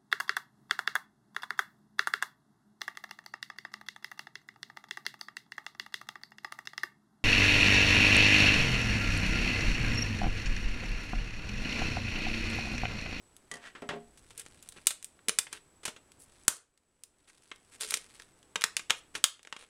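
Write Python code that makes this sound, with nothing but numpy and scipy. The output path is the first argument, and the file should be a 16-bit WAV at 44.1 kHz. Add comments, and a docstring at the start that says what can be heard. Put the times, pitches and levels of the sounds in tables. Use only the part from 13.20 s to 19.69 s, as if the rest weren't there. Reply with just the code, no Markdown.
"""A stiff plastic blister pack is pried apart by two hands at a wooden desk in a small room.
Its shell buckles in sharp snaps: noise cracks, a facet's brief ring and a low pulse of air.
Its halves rustle, tick and scrape: random stick-slip clicks, each with its own short ring.
Among the first snaps, scissors are laid on the desk: ringing steel and wood modes, and noise bursts.
The camera whines faintly over rumble and hiss; its limiter ducks at the hardest snaps."""
import sys
import numpy as np
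from scipy import signal
from scipy.fft import rfft, irfft
from scipy.io import wavfile
from scipy.ndimage import uniform_filter1d

SR = 44100
rng = np.random.default_rng(int(sys.argv[2]) if len(sys.argv) > 2 else 0)


def bounce(signal):
    """Save signal as a 16-bit WAV file at the path given by the first command-line argument."""
    frames = np.transpose(np.atleast_2d(signal))
    limited = np.clip(frames, -1, 1)
    pcm = np.round(limited * 32767).astype(np.int16)
    wavfile.write(sys.argv[1], SR, pcm)


N = 286209


def gain_of(db):
    """Decibels to amplitude."""
    return 10 ** (np.asarray(db) / 20)


def evened(x):
    """Scales to rms 1."""
    return x / np.sqrt(np.mean(x ** 2) + 1e-20)


def blow(x):
    """Scales to the energy of 10 ms at rms 1."""
    return x / np.sqrt(np.sum(x ** 2) / (.01 * SR) + 1e-20)


def read(points, hz):
    """Reads a spectrum on a log-frequency axis."""
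    f, value = np.transpose(points)
    return np.interp(np.log(hz + 1), np.log(f), value)


def level(curve):
    """A curve in dB as a gain for each sample, at -120 dB outside its span."""
    s, db = np.transpose(curve)
    return gain_of(np.interp(np.arange(N) / SR, s, db, left=-120, right=-120))


def add(mix, s, sound):
    """Mixes a sound in at time s."""
    part = mix[max(round(s * SR), 0):][:len(sound)]
    part += sound[:len(part)]


def decay(t, t60):
    """Exponential dying away by 60 dB in t60 seconds."""
    return np.exp(-np.log(1000) * t / t60)


def band_pass(x, order, edges_hz):
    """Keeps the sound between two edges."""
    return signal.sosfilt(signal.butter(order, edges_hz, "band", fs=SR, output="sos"), x)


def colour(x, points, tilt_db=0):
    """Causal minimum-phase filter with the given spectrum, tilted by dB per octave about 4 kHz."""
    hz = abs(np.fft.fftfreq(2048, 1 / SR))
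    tilt = tilt_db * np.log2(hz / 4000 + .1)
    log_gain = np.log(gain_of(read(points, hz) + tilt))
    # the Hilbert transform of the log gain gives the phase
    taps = np.fft.ifft(np.exp(np.conj(signal.hilbert(log_gain)))).real
    return signal.fftconvolve(x, taps[:len(taps) // 2])[:len(x)]


def ring(modes):
    """Free ringing of a body: decaying sines, each starting at a random phase."""
    t = np.arange(SR // 2) / SR
    out = np.zeros(len(t))
    for hz, db, t60 in modes:
        out += gain_of(db - 60 * t / t60) * np.sin(2 * np.pi * (hz * t + rng.random()))
    return out


def slips(count, per_s, spread_db):
    """Stick-slip friction: random clicks, their sizes spread by an exponential draw in dB."""
    size = gain_of(spread_db * np.minimum(rng.exponential(1, count), 4))
    happens = rng.random(count) < per_s / SR
    return size * rng.standard_normal(count) * happens


def grains(count, per_s, spread_db, grain_t60=0.0027, size=8):
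    """Slips at several spots of the sheet, each with its own brief noisy ring."""
    t = np.arange(SR // 100) / SR
    spots = rng.standard_normal((size, len(t))) * decay(t, grain_t60)
    return sum(signal.fftconvolve(slips(count, per_s / size, spread_db), spot)[:count] for spot in spots)


# Spectrum of the room's steady hiss and low rumble: pitch_hz, relative_density_db (dB per Hz)
HISS_SPECTRUM = [(15, 1), (30, 1), (100, -1), (200, -2.5), (350, -1), (620, -7), (1300, -10.5),
                 (2500, -16.5), (4500, -20), (7000, -20), (8600, -16.5), (11000, -23.5), (14400, -35),
                 (16000, -36.5)]


def background(hiss_db=-66, whine_db=-73, whine_hz=7880, whine_width_hz=45):
    """Room rumble and hiss as shaped noise, with the camera's whine as a narrow, fuzzy band."""
    hz = np.fft.rfftfreq(N, 1 / SR)
    hiss = irfft(rfft(rng.standard_normal(N)) * gain_of(read(HISS_SPECTRUM, hz)), N)
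    whine_shape = 1 / (1 + ((hz - whine_hz) / (2 * whine_width_hz)) ** 2)
    whine = irfft(rfft(rng.standard_normal(N)) * whine_shape, N)
    return gain_of(hiss_db) * evened(hiss) + gain_of(whine_db) * evened(whine)


# Dull rumble of arms moving over the desk: time_s, level_db
ARM_RUMBLE = [(0, -80), (1.2, -65), (1.62, -72), (1.8, -93), (3.2, -72), (3.6, -89), (6.49, -92)]


def rumble(top_hz=110):
    """Low, soft noise that follows the arms."""
    low = signal.sosfilt(signal.butter(2, top_hz, fs=SR, output="sos"), rng.standard_normal(N))
    return level(ARM_RUMBLE) * evened(low)


# Fingers shifting their grip on the pack: time_s, level_db (before the rustle and tick shares)
GRIP_SHIFTS = [(0, -75), (.8, -78.5), (1.1, -64), (1.6, -61.5), (1.92, -73), (2.7, -96), (3.03, -71),
               (3.22, -62), (3.45, -74), (3.9, -72.5), (4.2, -58), (4.42, -70), (4.6, -63), (5.0, -56.5),
               (5.14, -76.5), (6.15, -74.5), (6.4, -56), (6.49, -67)]
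# Plastic sliding on plastic: start_s, length_s, level_db, brightness_db_per_octave
SCRAPE_STROKES = [(1.167, 0.062, -51, 0.5), (1.557, 0.041, -55, -8), (2.307, 0.085, -54.5, -3.5),
                  (2.628, 0.021, -52.5, -6), (2.986, 0.071, -59.5, 8), (4.068, 0.044, -56.5, -2.5),
                  (4.508, 0.065, -57.5, -1.5), (4.597, 0.069, -39.5, 1), (4.643, 0.15, -45.5, 1),
                  (4.768, 0.011, -39, 3), (5.76, 0.046, -59.5, 4), (5.938, 0.054, -49, -3.5),
                  (6.376, 0.082, -52.5, -4)]
# What the plastic shell radiates: pitch_hz, relative_level_db
SHELL_SPECTRUM = [(100, -10), (230, -11), (450, -2), (750, -6.5), (1400, 2), (2800, 3), (5000, 2),
                  (7000, 2.5), (9300, 7), (11000, -3), (13000, -12), (16000, -18)]
# Modes of the whole shell flexing, the last two being its hollow: pitch_hz, relative_level_db, t60_s
SHELL_MODES = [(181.6, -3, 0.087), (218.8, -1.5, 0.038), (429.7, 3, 0.057), (467, -13.5, 0.27)]


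def rubbing(rustle_db=-7, ticks_db=-5, hollow_db=-18):
    """The halves scrape on each other in short strokes, and rustle and tick under the fingers."""
    rustle = evened(colour(grains(N, per_s=670, spread_db=1.5), SHELL_SPECTRUM, tilt_db=-1.5))
    ticks = evened(colour(grains(N, per_s=200, spread_db=0), SHELL_SPECTRUM, tilt_db=-0.4))
    out = level(GRIP_SHIFTS) * (gain_of(rustle_db) * rustle + gain_of(ticks_db) * ticks)
    for s, length, db, tilt_db in SCRAPE_STROKES:
        count = int(length * SR)
        stroke = signal.windows.tukey(count, .5)
        friction = grains(count, per_s=2800, spread_db=-1.0) * stroke
        # the slips sound directly and also set the hollow of the blister humming
        hollow = signal.fftconvolve(friction, ring(SHELL_MODES[2:]))
        hum = hollow * np.sqrt(count) / (np.linalg.norm(hollow) + 1e-20)
        add(out, s, gain_of(db) * evened(colour(friction, SHELL_SPECTRUM, tilt_db)))
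        add(out, s, gain_of(db + hollow_db) * hum)
    return out


def damped(x, top_db=-6):
    """The fingers lying on the plastic take the top off its rubbing."""
    return colour(x, [(10500, 0.0045), (15000, top_db)])


def crack(t, t60, flutter_db=-18, flutter_t60=.045, evenness=0.16, size=36):
    """A burst of bending waves and their flutter across the sheet, whose many modes even out the colour."""
    envelope = decay(t, max(t60, .002)) + gain_of(flutter_db) * decay(t, flutter_t60)
    burst = rng.choice([-1., 1.], len(t)) * envelope
    power = uniform_filter1d(abs(rfft(burst)) ** 2, size)
    bumps_db = 10 * np.log10(power / power.mean())
    hz = np.fft.rfftfreq(len(t), 1 / SR) + 1
    # part of each bump in the spectrum is taken back out
    return colour(burst, np.column_stack([hz, -min(evenness, 1) * bumps_db]))


# Bands that share out the energy of a snap: low_hz, high_hz
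SNAP_BANDS = [(130, 1100), (1100, 3500), (3500, 7000), (7000, 16000)]


def snap(t60, hz, band_db, tilt_db, tone_db=-15, tone_t60=0.012, waver=0.25):
    """A facet flips: a crack of bending waves, and the brief ring of the facet itself."""
    t = np.arange(SR // 16) / SR
    # the facet's pitch is unsteady while its tension settles
    turns = np.cumsum(hz * (1 + waver * rng.standard_normal(len(t)))) / SR
    tone = gain_of(tone_db) * np.sin(2 * np.pi * turns) * decay(t, tone_t60)
    sheet = colour(crack(t, t60) + tone, SHELL_SPECTRUM, tilt_db)
    # the size and stiffness of the facet set how the energy is shared from bass to treble
    out = np.zeros(len(t))
    for db, band in zip(band_db, SNAP_BANDS):
        out += gain_of(db) * blow(band_pass(sheet, 3, band))
    return out


def puff(push_db, width_s=0.00023):
    """The flipping facet also shoves the air: one short low pulse."""
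    u = np.arange(SR // 16) / SR / width_s
    return gain_of(push_db) * blow(np.exp(-u) * u - 0.045 * np.exp(-u / 16))


# the pack gives way at the hardest snap; before it the shell is taut, after it slack
OPENS_S = 3.2816


def buckle(s, db, brightness_db, t60, scatter_octaves=0.068, lean=0.45):
    """A snap with its energy on one arch from bass to treble: tilted by brightness, narrower if dull or slack."""
    middle_hz, dullest_hz = 4000, 1450
    # fall of bass and treble in dB per octave squared; push of air in dB relative to the lowest band
    arch_db, push_db = (0.84, -9.5) if s < OPENS_S else (2.03, -14.5)
    # even the largest facets centre their arch no lower than dullest_hz
    arch_db = max(arch_db, brightness_db / (2 * np.log2(dullest_hz / middle_hz)))
    octaves = np.log2(np.sqrt(np.prod(SNAP_BANDS, axis=1)) / middle_hz)
    shape_db = brightness_db * octaves - arch_db * octaves ** 2
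    band_db = db + shape_db - 20 * np.log10(np.linalg.norm(gain_of(shape_db)))
    # smaller facets sound brighter and ring higher; 2883 Hz at brightness 0
    rise_octaves = .17 * brightness_db + scatter_octaves * rng.standard_normal()
    ring_hz = 2883 * 2 ** rise_octaves
    return snap(t60, ring_hz, band_db, lean * brightness_db) + gain_of(band_db[0]) * puff(push_db)


# Each buckling of the shell: time_s, level_db (over 10 ms), brightness_db_per_octave,
# crack_t60_s (2 ms at least)
SHELL_SNAPS = [(0.166, -54, 5, 0.0033), (0.9742, -55, 1.5, 0.083), (1.1058, -51, -1.5, 0.057),
               (1.1776, -43.5, 7, 0.025), (1.1959, -42, 7, 0.019), (1.2629, -49, -2, 0.0026),
               (1.4258, -51.5, 4.5, 0.028), (1.489, -44, 6.5, 0.0027), (1.5224, -52.5, 1.5, 0.018),
               (1.67, -13, 4.5, 0.0029), (1.706, -29.5, 1, 0.052), (1.827, -45, 3.5, 0.0018),
               (1.845, -37.5, 6.5, 0.0025), (1.991, -60, -13, 0.015), (2.0845, -25, 2, 0.013),
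               (2.0939, -25.5, 0.6, 0.0054), (2.1871, -20.5, 3, 0.019), (2.268, -46, -9.5, 0.042),
               (2.328, -37, 0.5, 0.034), (2.653, -30.5, 0, 0.067), (2.6781, -35, -2, 0.086),
               (2.7634, -49.5, -5, 0.055), (2.9188, -56.5, 1.5, 0.012), (3.2808, -0.5, 3.5, 0.0089),
               (3.3676, -39, 5, 0.0055), (3.576, -54.5, 1.5, 0.015), (3.8364, -37, 6.5, 0.0056),
               (4.099, -52.5, -2, 0.02), (4.315, -37, -9, 0.033), (4.3605, -56.5, 1.5, 0.0063),
               (4.609, -35.5, 3, 0.018), (4.708, -32, 4.5, 0.0056), (4.7208, -38, -6, 0.038),
               (4.74, -24.5, 1, 0.023), (4.9984, -47, -4.5, 0.0031), (5.0208, -52, -0.5, 0.004),
               (5.229, -61, -0.5, 0.0096), (5.3576, -27.5, -4.5, 0.019), (5.4104, -40, -0.5, 0.017),
               (5.4197, -33, -2, 0.0026), (5.4397, -20.5, -1.1, 0.0074), (5.5675, -26, 0.04, 0.0022),
               (5.594, -40, -3.5, 0.034), (5.698, -28, -5, 0.086), (5.7057, -20.5, -3.5, 0.0073),
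               (5.9519, -32, -3.5, 0.058), (6.041, -7, 1, 0.0045), (6.1933, -50.5, -7, 0.0079),
               (6.2306, -49.5, 2, 0.006), (6.2498, -45.5, -6.5, 0.017), (6.273, -40.5, -6.5, 0.0048),
               (6.326, -30.5, -7, 0.012), (6.3646, -38.5, -5.5, 0.025)]
# The whole shell flexing under a snap: time_s, level_db (over 10 ms)
SHELL_FLEXES = [(2.083, -41), (2.68, -46.5), (5.3586, -45.5), (5.4407, -47), (5.696, -52.5)]


def shell(lead_s=0.00022, pop_db=-20.0, pop_width_s=.00027):
    """The snaps of the pack, its hollow flexing, and the pop of air let out as it gives way."""
    out = np.zeros(N)
    for s, db, brightness_db, t60 in SHELL_SNAPS:
        add(out, s - lead_s, buckle(s, db, brightness_db, t60))
    for s, db in SHELL_FLEXES:
        add(out, s, gain_of(db) * blow(ring(SHELL_MODES)))
    add(out, OPENS_S, puff(pop_db, pop_width_s))
    return out


# Scissors meeting the desk: time_s, steel_db, wood_db, clatter_db (each before the trims below)
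DESK_KNOCKS = [(0.3143, -39, -46, -53), (0.3386, -44, -48, -53), (0.355, -50.5, -53, -69),
               (.369, -54, -66, -57), (0.551, -83, -56.5, -46), (0.6207, -58, -36.5, -51.5),
               (0.6902, -46, -42.5, -34), (0.708, -74, -36, -52), (0.734, -76, -38.5, -53),
               (.762, -81, -41.5, -67)]
# Blades sliding on wood: time_s, level_db (before the shares of ring and grit)
BLADE_SLIDE = [(.385, -68), (.43, -48), (.47, -42.5), (.505, -56), (.55, -71)]
# Modes of the steel blades: pitch_hz, relative_level_db, t60_s
STEEL_MODES = [(1170, -10, 0.17), (1832, -7.5, 0.12), (1959, 3, 0.07), (3155, 1, 0.026),
               (3270, -8.5, 0.053)]
# Lowest modes of the desk top: pitch_hz, relative_level_db, t60_s
WOOD_MODES = [(161.4, 0, 0.24), (230.4, -0.5, 0.37), (264, -4.5, 0.23), (412, 8, 0.25), (493, -14, .15),
              (702, 1, 0.25)]
# Spectrum of the clatter on the desk: pitch_hz, relative_level_db
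CLATTER_SPECTRUM = [(100, -8.5), (300, 1.5), (900, -0.5), (1700, 4), (3300, -4), (5000, -14.5), (9000, -22),
                    (16000, -69)]


def scissors(clatter_t60=0.16, thud_hz=800, thud_t60=.14, tick_t60=0.03, tick_db=-3):
    """The blades clink and slide, then the handles drop on the desk top: ringing modes and noise bursts."""
    out, t = np.zeros(N), np.arange(SR // 2) / SR

    def burst(t60):
        """Noise dying away."""
        return rng.standard_normal(len(t)) * decay(t, t60)

    for s, steel_db, wood_db, clatter_db in DESK_KNOCKS:
        tick = band_pass(burst(tick_t60), 4, [3500, 9800])
        # above its lowest modes the desk top rings too densely for any pitch
        thud = band_pass(burst(thud_t60), 2, [170, thud_hz])
        steel = blow(ring(STEEL_MODES)) + gain_of(tick_db) * blow(tick)
        wood = gain_of(-2.0) * blow(ring(WOOD_MODES)) + gain_of(-4.5) * blow(thud)
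        clatter = blow(colour(burst(clatter_t60), CLATTER_SPECTRUM))
        add(out, s, gain_of(steel_db) * steel)
        add(out, s, gain_of(wood_db) * wood)
        add(out, s, gain_of(clatter_db + 2.5) * clatter)
    grit = slips(N, per_s=5000, spread_db=1.5)
    blades = evened(signal.fftconvolve(grit, ring(STEEL_MODES))[:N])
    scratch = evened(colour(grit, CLATTER_SPECTRUM, tilt_db=3.5))
    return out + level(BLADE_SLIDE) * (gain_of(-12) * blades + gain_of(-5.5) * scratch)


# How long the small room rings: pitch_hz, t60_s
ROOM_DECAY = [(150, .27), (450, .32), (900, .24), (2500, .25), (9000, .22), (15000, .12)]
# Colour of its tail: pitch_hz, relative_level_db
ROOM_SPECTRUM = [(100, -16), (280, -5), (450, 1.5), (700, 4), (1500, -0.5), (9000, -1.5), (15000, 5)]


def room(x, wet_db=-12.5, desk_s=.0037, desk_db=-14, build_s=0.0051):
    """One bounce off the desk, then the short diffuse tail of a small room, dying at its own rate per pitch."""
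    hz, t, z = signal.stft(rng.standard_normal(SR // 2), SR, nperseg=256)
    start_db = read(ROOM_SPECTRUM, hz)[:, None]
    z = z * gain_of(start_db - 60 * t / read(ROOM_DECAY, hz)[:, None])
    tail = signal.istft(z, SR, nperseg=256)[1]
    # the diffuse sound takes a few milliseconds to build up
    tail = tail * (1 - np.exp(-(np.arange(len(tail)) / SR / build_s) ** 2))
    echo = gain_of(wet_db) * tail / np.linalg.norm(tail)
    echo[round(desk_s * SR)] += gain_of(desk_db)
    return x + signal.fftconvolve(x, echo)[:N]


def scene():
    """Pack and scissors in the room, over the arms' rumble and the background."""
    in_room = room(shell() + damped(rubbing()) + scissors())
    return (in_room + rumble() + background())[None]


def record(dry, limit_db=-10.0, ceiling_db=-4, recovery_db_per_s=12, size=66, edge_hz=16150):
    """A fast limiter ducks and recovers slowly; the spikes that it lets by are flattened; then the band limit."""
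    power_db = 10 * np.log10(abs(uniform_filter1d(dry[0] ** 2, size)) + 1e-12)
    release = np.arange(N) / SR * recovery_db_per_s
    over_db = np.maximum(power_db - limit_db, 0)
    # each duck is held, less the recovery since then
    duck_db = np.maximum.accumulate(over_db + release) - release
    held = dry * gain_of(-duck_db)
    clipped = held / (1 + (held / gain_of(ceiling_db)) ** 6) ** (1 / 6)
    low_pass = signal.firwin(255, edge_hz, window=("kaiser", 9), fs=SR)
    return signal.oaconvolve(clipped, low_pass[None], "same")


dry = scene()
out = record(dry)
bounce(out)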